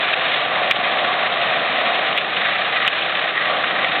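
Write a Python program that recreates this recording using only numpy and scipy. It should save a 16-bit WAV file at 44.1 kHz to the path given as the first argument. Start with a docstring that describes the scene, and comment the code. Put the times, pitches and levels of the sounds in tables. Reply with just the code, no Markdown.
"""A tractor drives a forestry mulcher through brushwood, some way off in a clearing.
From the start the six-cylinder diesel roars and the rotor drones, its teeth shredding wood.
A thick branch snaps at 0.7 s; the engine sags under load until 1.7 s and recovers by 3 s.
More loud snaps come at 2.2 and 2.9 s, and towards the end the steel hood rings in surges.
Throughout, a narrow-band camera microphone clips the loudest cracks and ducks after them."""
import sys
import numpy as np
from scipy import signal
from scipy.fft import rfft, irfft
from scipy.io import wavfile

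SR = 44100
rng = np.random.default_rng(int(sys.argv[2]) if len(sys.argv) > 2 else 0)


def generate_wav(sig):
    """Save sig (samples, or channels by samples) to the path in sys.argv[1] as 16-bit PCM at SR."""
    pcm = np.round(np.clip(np.atleast_2d(sig).T, -1, 1) * 32767).astype(np.int16)
    wavfile.write(sys.argv[1], SR, pcm)


N = 176400
TIME = np.arange(N) / SR
FREQ_HZ = np.fft.rfftfreq(N, 1 / SR)
EVENT_TIME = TIME[:4096]


def amp(db):
    """Decibels to gain."""
    return 10 ** (np.asarray(db) / 20)


def unit(x):
    """Scales to rms 1."""
    return x / np.sqrt(np.mean(x ** 2) + 1e-20)


def curve(points):
    """Breakpoints to a value per sample."""
    return np.interp(TIME, *np.transpose(points))


def gain_at(spectrum, hz):
    """Gain of a dB spectrum, interpolated in log frequency."""
    f, db = np.transpose(spectrum)
    return amp(np.interp(np.log(hz + 1), np.log(f + 1), db))


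def colour(x, spectrum):
    """Filters by a dB spectrum."""
    return irfft(rfft(x) * gain_at(spectrum, FREQ_HZ), N)


def drift(hz):
    """Random wander up to about this rate; rms 1."""
    lowpass = np.exp(-(FREQ_HZ / hz) ** 2) * (FREQ_HZ > 0)
    return unit(irfft(rfft(rng.standard_normal(N)) * lowpass, N))


def add(mix, start_s, sound):
    """Mixes a sound in at a time."""
    part = mix[max(round(start_s * SR), 0):][:len(sound)]
    part += sound[:len(part)]


def partial(cycles, waver_db, waver_rad):
    """A tone whose level and phase wander on the way through the clearing; rms 1."""
    knots_s = np.linspace(0, TIME[-1], 400)
    level, phase = (np.interp(TIME, knots_s, signal.resample(r, 400))
                    for r in rng.standard_normal((2, 24)))
    return unit(amp(waver_db * level) * np.sin(2 * np.pi * (cycles + rng.random()) + waver_rad * phase))


# Shredded wood spectrum: f/Hz, relative density/dB
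SHRED_SPECTRUM = [(60, -49.5), (400, -21.5), (650, -9.5), (930, -8), (1180, -2), (1500, -2), (1800, 2),
                  (2150, -1), (2450, 0), (2700, -2.5), (3100, -3), (3300, -3), (3650, -2.5), (4500, -7.5),
                  (5200, -50.5)]
# Shredding envelope: t/s, level/dB
SHRED_LEVEL = [(0, -22.5), (.3, -21), (.8, -22), (1.4, -23), (1.75, -22), (2, -21), (2.3, -22.5),
               (2.85, -20), (3.1, -21.5), (3.4, -22.5), (3.75, -23), (4, -21)]


def shredding(rotor_turns, splinters_per_s=1000, splinter_share=0.74, echo_s=0.0027, echo_db=-1):
    """Teeth tear wood in uneven bites: splinters and chip hiss, which also ring the hood."""
    bite = amp(1.4 * drift(hz=35.4) + 0.66 * drift(hz=2) + 0.75 * np.cos(2 * np.pi * rotor_turns))
    size_db = 3 * np.minimum(rng.exponential(1, N), 2.6)
    clicks = amp(size_db) * rng.choice([-1, 1], N) * (rng.random(N) < splinters_per_s / SR)
    # early echoes off the machine and the ground
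    echo_envelope = np.sqrt(abs(signal.fftconvolve(clicks ** 2, np.exp(-EVENT_TIME / echo_s))[:N]))
    splinters = unit(unit(clicks) + amp(echo_db) * unit(echo_envelope * rng.standard_normal(N)))
    hiss = rng.standard_normal(N)
    chips = np.sqrt(splinter_share) * splinters + np.sqrt(1 - splinter_share) * hiss
    wood = unit(colour(bite * chips, SHRED_SPECTRUM))
    wood = 4 * np.tanh(wood / 4)  # soft limit at 4 x rms
    return amp(curve(SHRED_LEVEL)) * wood + hood(bite * echo_envelope)


# Steel hood modes: f/Hz, bandwidth/Hz, relative level/dB
HOOD_MODES = [(1260, 84, 0), (1660, 120, -4.5), (1894, 57, 3), (1990, 70, 0.5), (2460, 55, -5)]
# Ringing envelope: t/s, level/dB
HOOD_LEVEL = [(0, -35.5), (1, -31.5), (2.1, -30.5), (2.35, -31), (2.48, -24), (2.65, -32), (2.84, -20),
              (2.95, -41), (3.4, -21.5), (3.6, -34.5), (3.78, -22), (4, -32)]


def hood(impacts):
    """Flying chips excite the damped modes of the steel hood."""
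    t, ringing = EVENT_TIME, 0
    for hz, width_hz, db in HOOD_MODES:
        mode = np.sqrt(width_hz) * np.exp(-np.pi * width_hz * t) * np.cos(2 * np.pi * hz * t)
        ringing += amp(db) * signal.fftconvolve(impacts * rng.standard_normal(N), mode)[:N]
    return amp(curve(HOOD_LEVEL)) * unit(ringing)


# Breaks: t/s, splintering level/dB, snap level/dB, f/Hz, splintering decay/s
CRACKS = [(0.315, -16.5, -19.5, 2300, 0.0062), (0.7111, -7, 1, 2570, 0.0059),
          (0.714, -8.5, -4, 2420, 0.005), (.719, -5, -12.5, 2400, 0.0027), (1.046, -14.5, -14, 1805, .008),
          (1.127, -18, -14, 2000, .006), (1.414, -14.5, -15, 2620, 0.0045), (2.127, -15, -16, 2820, 0.0046),
          (2.1773, -17, -1.5, 2710, 0.021), (2.183, -9.5, -10.5, 2580, .006),
          (2.878, -7.5, 1, 2540, 0.0048), (2.882, -12.5, -7.5, 2380, 0.0055),
          (3.151, -14, -20, 2290, 0.0073), (3.845, -13.5, -14.5, 1900, .008)]


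def thick_branches(snap_s=0.00026, rise_s=0.0013):
    """Each branch breaks with a sharp snap and a decaying burst of splintering."""
    out, t = np.zeros(N), EVENT_TIME
    for start_s, burst_db, snap_db, hz, decay_s in CRACKS:
        snap = t / snap_s * np.exp(1 - t / snap_s) * np.sin(2 * np.pi * hz * t)
        burst = splintering(hz) * np.minimum(t / rise_s, 1) * np.exp(-t / decay_s)
        add(out, start_s, amp(snap_db) * snap + amp(burst_db) * burst)
    return out


# Crunches: peak t/s, level/dB, f/Hz, half length/s
CRUNCHES = [(.14, -13.5, 2350, 0.0065), (.345, -21, 3700, 0.0051), (.678, -21.5, 3000, 0.0043),
            (.764, -22, 2900, 0.011), (.99, -18.5, 2420, 0.0079), (1.326, -20, 3370, 0.0063),
            (1.96, -21, 2510, .012), (2.461, -21.5, 2000, 0.013), (2.562, -22.5, 1860, .012),
            (2.826, -23.5, 2054, .012), (2.865, -19, 2290, .006), (3.026, -21, 2630, 0.0093),
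            (3.643, -14.5, 1570, .007), (3.711, -20, 1530, 0.011)]


def thin_branches():
    """Each branch is crushed in a short swell of splintering."""
    out, middle_s = np.zeros(N), EVENT_TIME.mean()
    for peak_s, db, hz, half_s in CRUNCHES:
        swell = np.exp(-((EVENT_TIME - middle_s) / half_s) ** 2)
        add(out, peak_s - middle_s, amp(db) * splintering(hz) * swell)
    return out


def splintering(hz, half_width_oct=.65):
    """Fibres tear densely around one pitch, within the microphone band; rms 1."""
    f = np.fft.rfftfreq(len(EVENT_TIME), 1 / SR)
    band = gain_at(MIC_RESPONSE, f) / (1 + (np.log2((f + 1) / hz) / half_width_oct) ** 2)
    fibres = irfft(rfft(rng.standard_normal(len(EVENT_TIME))) * band)
    return unit(np.tanh(unit(fibres)))


# Prominent engine orders: f/crankshaft rate
ENGINE_ORDERS = [3, 4, 4.5, 6, 9, 10.5, 11, 12, 13, 21, 24, 25, 26]
# Per order: level/dB
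ORDER_DB = [-56, -66, -53, -51, -55, -51, -56, -58, -52, -44, -35.5, -39.5, -36.5]
# Roar spectrum: f/Hz, relative density/dB
ROAR_SPECTRUM = [(150, -42), (410, -19), (520, -7.5), (620, -3.5), (725, -2), (790, -5.5), (900, -14.5),
                 (1140, -6), (1450, -14), (3000, -17), (4500, -22.5)]
# Roar envelope: t/s, level/dB
ROAR_LEVEL = [(0, -24.5), (.25, -23), (.6, -20), (.78, -22.5), (1.1, -20.5), (1.65, -21.5), (2.1, -21.5),
              (2.35, -27), (2.7, -25.5), (3.0, -27.5), (3.25, -25), (3.37, -34), (3.52, -18.5), (3.68, -27),
              (3.85, -20.5), (4, -26.5)]
# Exhaust spectrum: f/Hz, relative density/dB
RUMBLE_SPECTRUM = [(20, -1), (65, -16), (100, -12.5), (150, -2.5), (200, 1.5), (300, 0), (410, -5),
                   (600, -8), (1000, -18.5)]
# Exhaust envelope: t/s, level/dB
RUMBLE_LEVEL = [(0, -40.5), (.9, -34.5), (1.3, -37.5), (1.7, -32), (2.3, -38), (3.3, -42.5), (3.55, -37.5),
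                (4, -32.5)]


def diesel(crank_turns, firings_per_turn=3):
    """Roar and exhaust rumble pulse with each firing; the roar and top orders swell with load."""
    load = amp(curve(ROAR_LEVEL))
    tones = 0
    for order, db in zip(ENGINE_ORDERS, ORDER_DB):
        swell = unit(load) if order > 20 else 1
        tones += amp(db) * swell * partial(order * crank_turns, waver_db=1.5, waver_rad=.2)
    firing = 1 + 0.18 * np.cos(2 * np.pi * firings_per_turn * crank_turns)
    roar = colour(rng.standard_normal(N) * firing * amp(0.5 * drift(hz=14)), ROAR_SPECTRUM)
    rumble = colour(rng.standard_normal(N) * firing, RUMBLE_SPECTRUM)
    return tones + load * unit(roar) + amp(curve(RUMBLE_LEVEL)) * unit(rumble)


# Rotor spectrum: f/Hz, level per harmonic/dB
ROTOR_SPECTRUM = [(70, -84.5), (100, -65.5), (160, -53), (240, -58.5), (350, -53), (480, -46), (600, -45.5),
                  (800, -49.5), (950, -56)]


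def rotor(turns, mean_hz):
    """The toothed drum drones on harmonics of its turning rate."""
    return sum(gain_at(ROTOR_SPECTRUM, k * mean_hz) * partial(k * turns, waver_db=2.5, waver_rad=.45)
               for k in range(4, 38))


def whine(hz=1172, level_db=-38):
    """A thin, slightly wavering tone."""
    return amp(level_db) * partial(hz * TIME, waver_db=2.5, waver_rad=0.89)


# Crankshaft rate: t/s, f/Hz
CRANK_RATE = [(0, 29.55), (.6, 29.57), (1, 29.0), (1.35, 29.0), (1.7, 28.5), (2, 29.4), (2.3, 30.08),
              (2.65, 30.72), (3, 30.78), (3.4, 30.38), (4, 30.02)]


def scene(rotor_ratio=.807):
    """Engine and rotor turn at a fixed ratio while branches break; mono."""
    crank_hz = curve(CRANK_RATE)
    crank_turns = np.cumsum(crank_hz) / SR
    rotor_turns = rotor_ratio * crank_turns
    machine = whine() + diesel(crank_turns) + rotor(rotor_turns, rotor_ratio * crank_hz.mean())
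    wood = shredding(rotor_turns) + thick_branches() + thin_branches()
    return (machine + wood)[None]


# Microphone response: f/Hz, gain/dB
MIC_RESPONSE = [(20, -28.5), (55, -14), (85, -2), (3600, 1), (3780, 1), (4000, -6.5), (4200, -9),
                (4350, -18), (4500, -29), (4700, -61.5), (5200, -99.5)]
# Treble dip after clipping: f/Hz, gain/dB
OUTPUT_RESPONSE = [(20, 0), (4400, -0.5), (5500, -5.5), (8000, -11), (15000, 1.5)]


def record(dry, threshold_db=-16, max_duck_db=5.5, recover_db_per_s=136.5, lag_s=.004,
           clip_level=.72, cutoff_hz=15800):
    """Narrow microphone band, gain control that reacts a moment late, hard clipping, band limit."""
    x = colour(dry[0], MIC_RESPONSE)
    power_db = 10 * np.log10(signal.lfilter(np.ones(220) / 220, 1, x ** 2) + 1e-9)  # 5 ms mean
    over_db = np.clip(power_db - threshold_db, 0, max_duck_db)
    recovery_db = TIME * recover_db_per_s
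    held_db = np.maximum.accumulate(over_db + recovery_db) - recovery_db
    pole = np.exp(-1 / (lag_s * SR))
    duck_db = signal.lfilter([1 - pole], [1, -pole], held_db)
    clipped = np.clip(x * amp(-duck_db), -clip_level, clip_level)
    lowpass = signal.firwin(511, cutoff_hz, window=("kaiser", 9), fs=SR)
    return signal.oaconvolve(colour(clipped, OUTPUT_RESPONSE), lowpass, "same")[None]


dry = scene()
out = record(dry)
generate_wav(out)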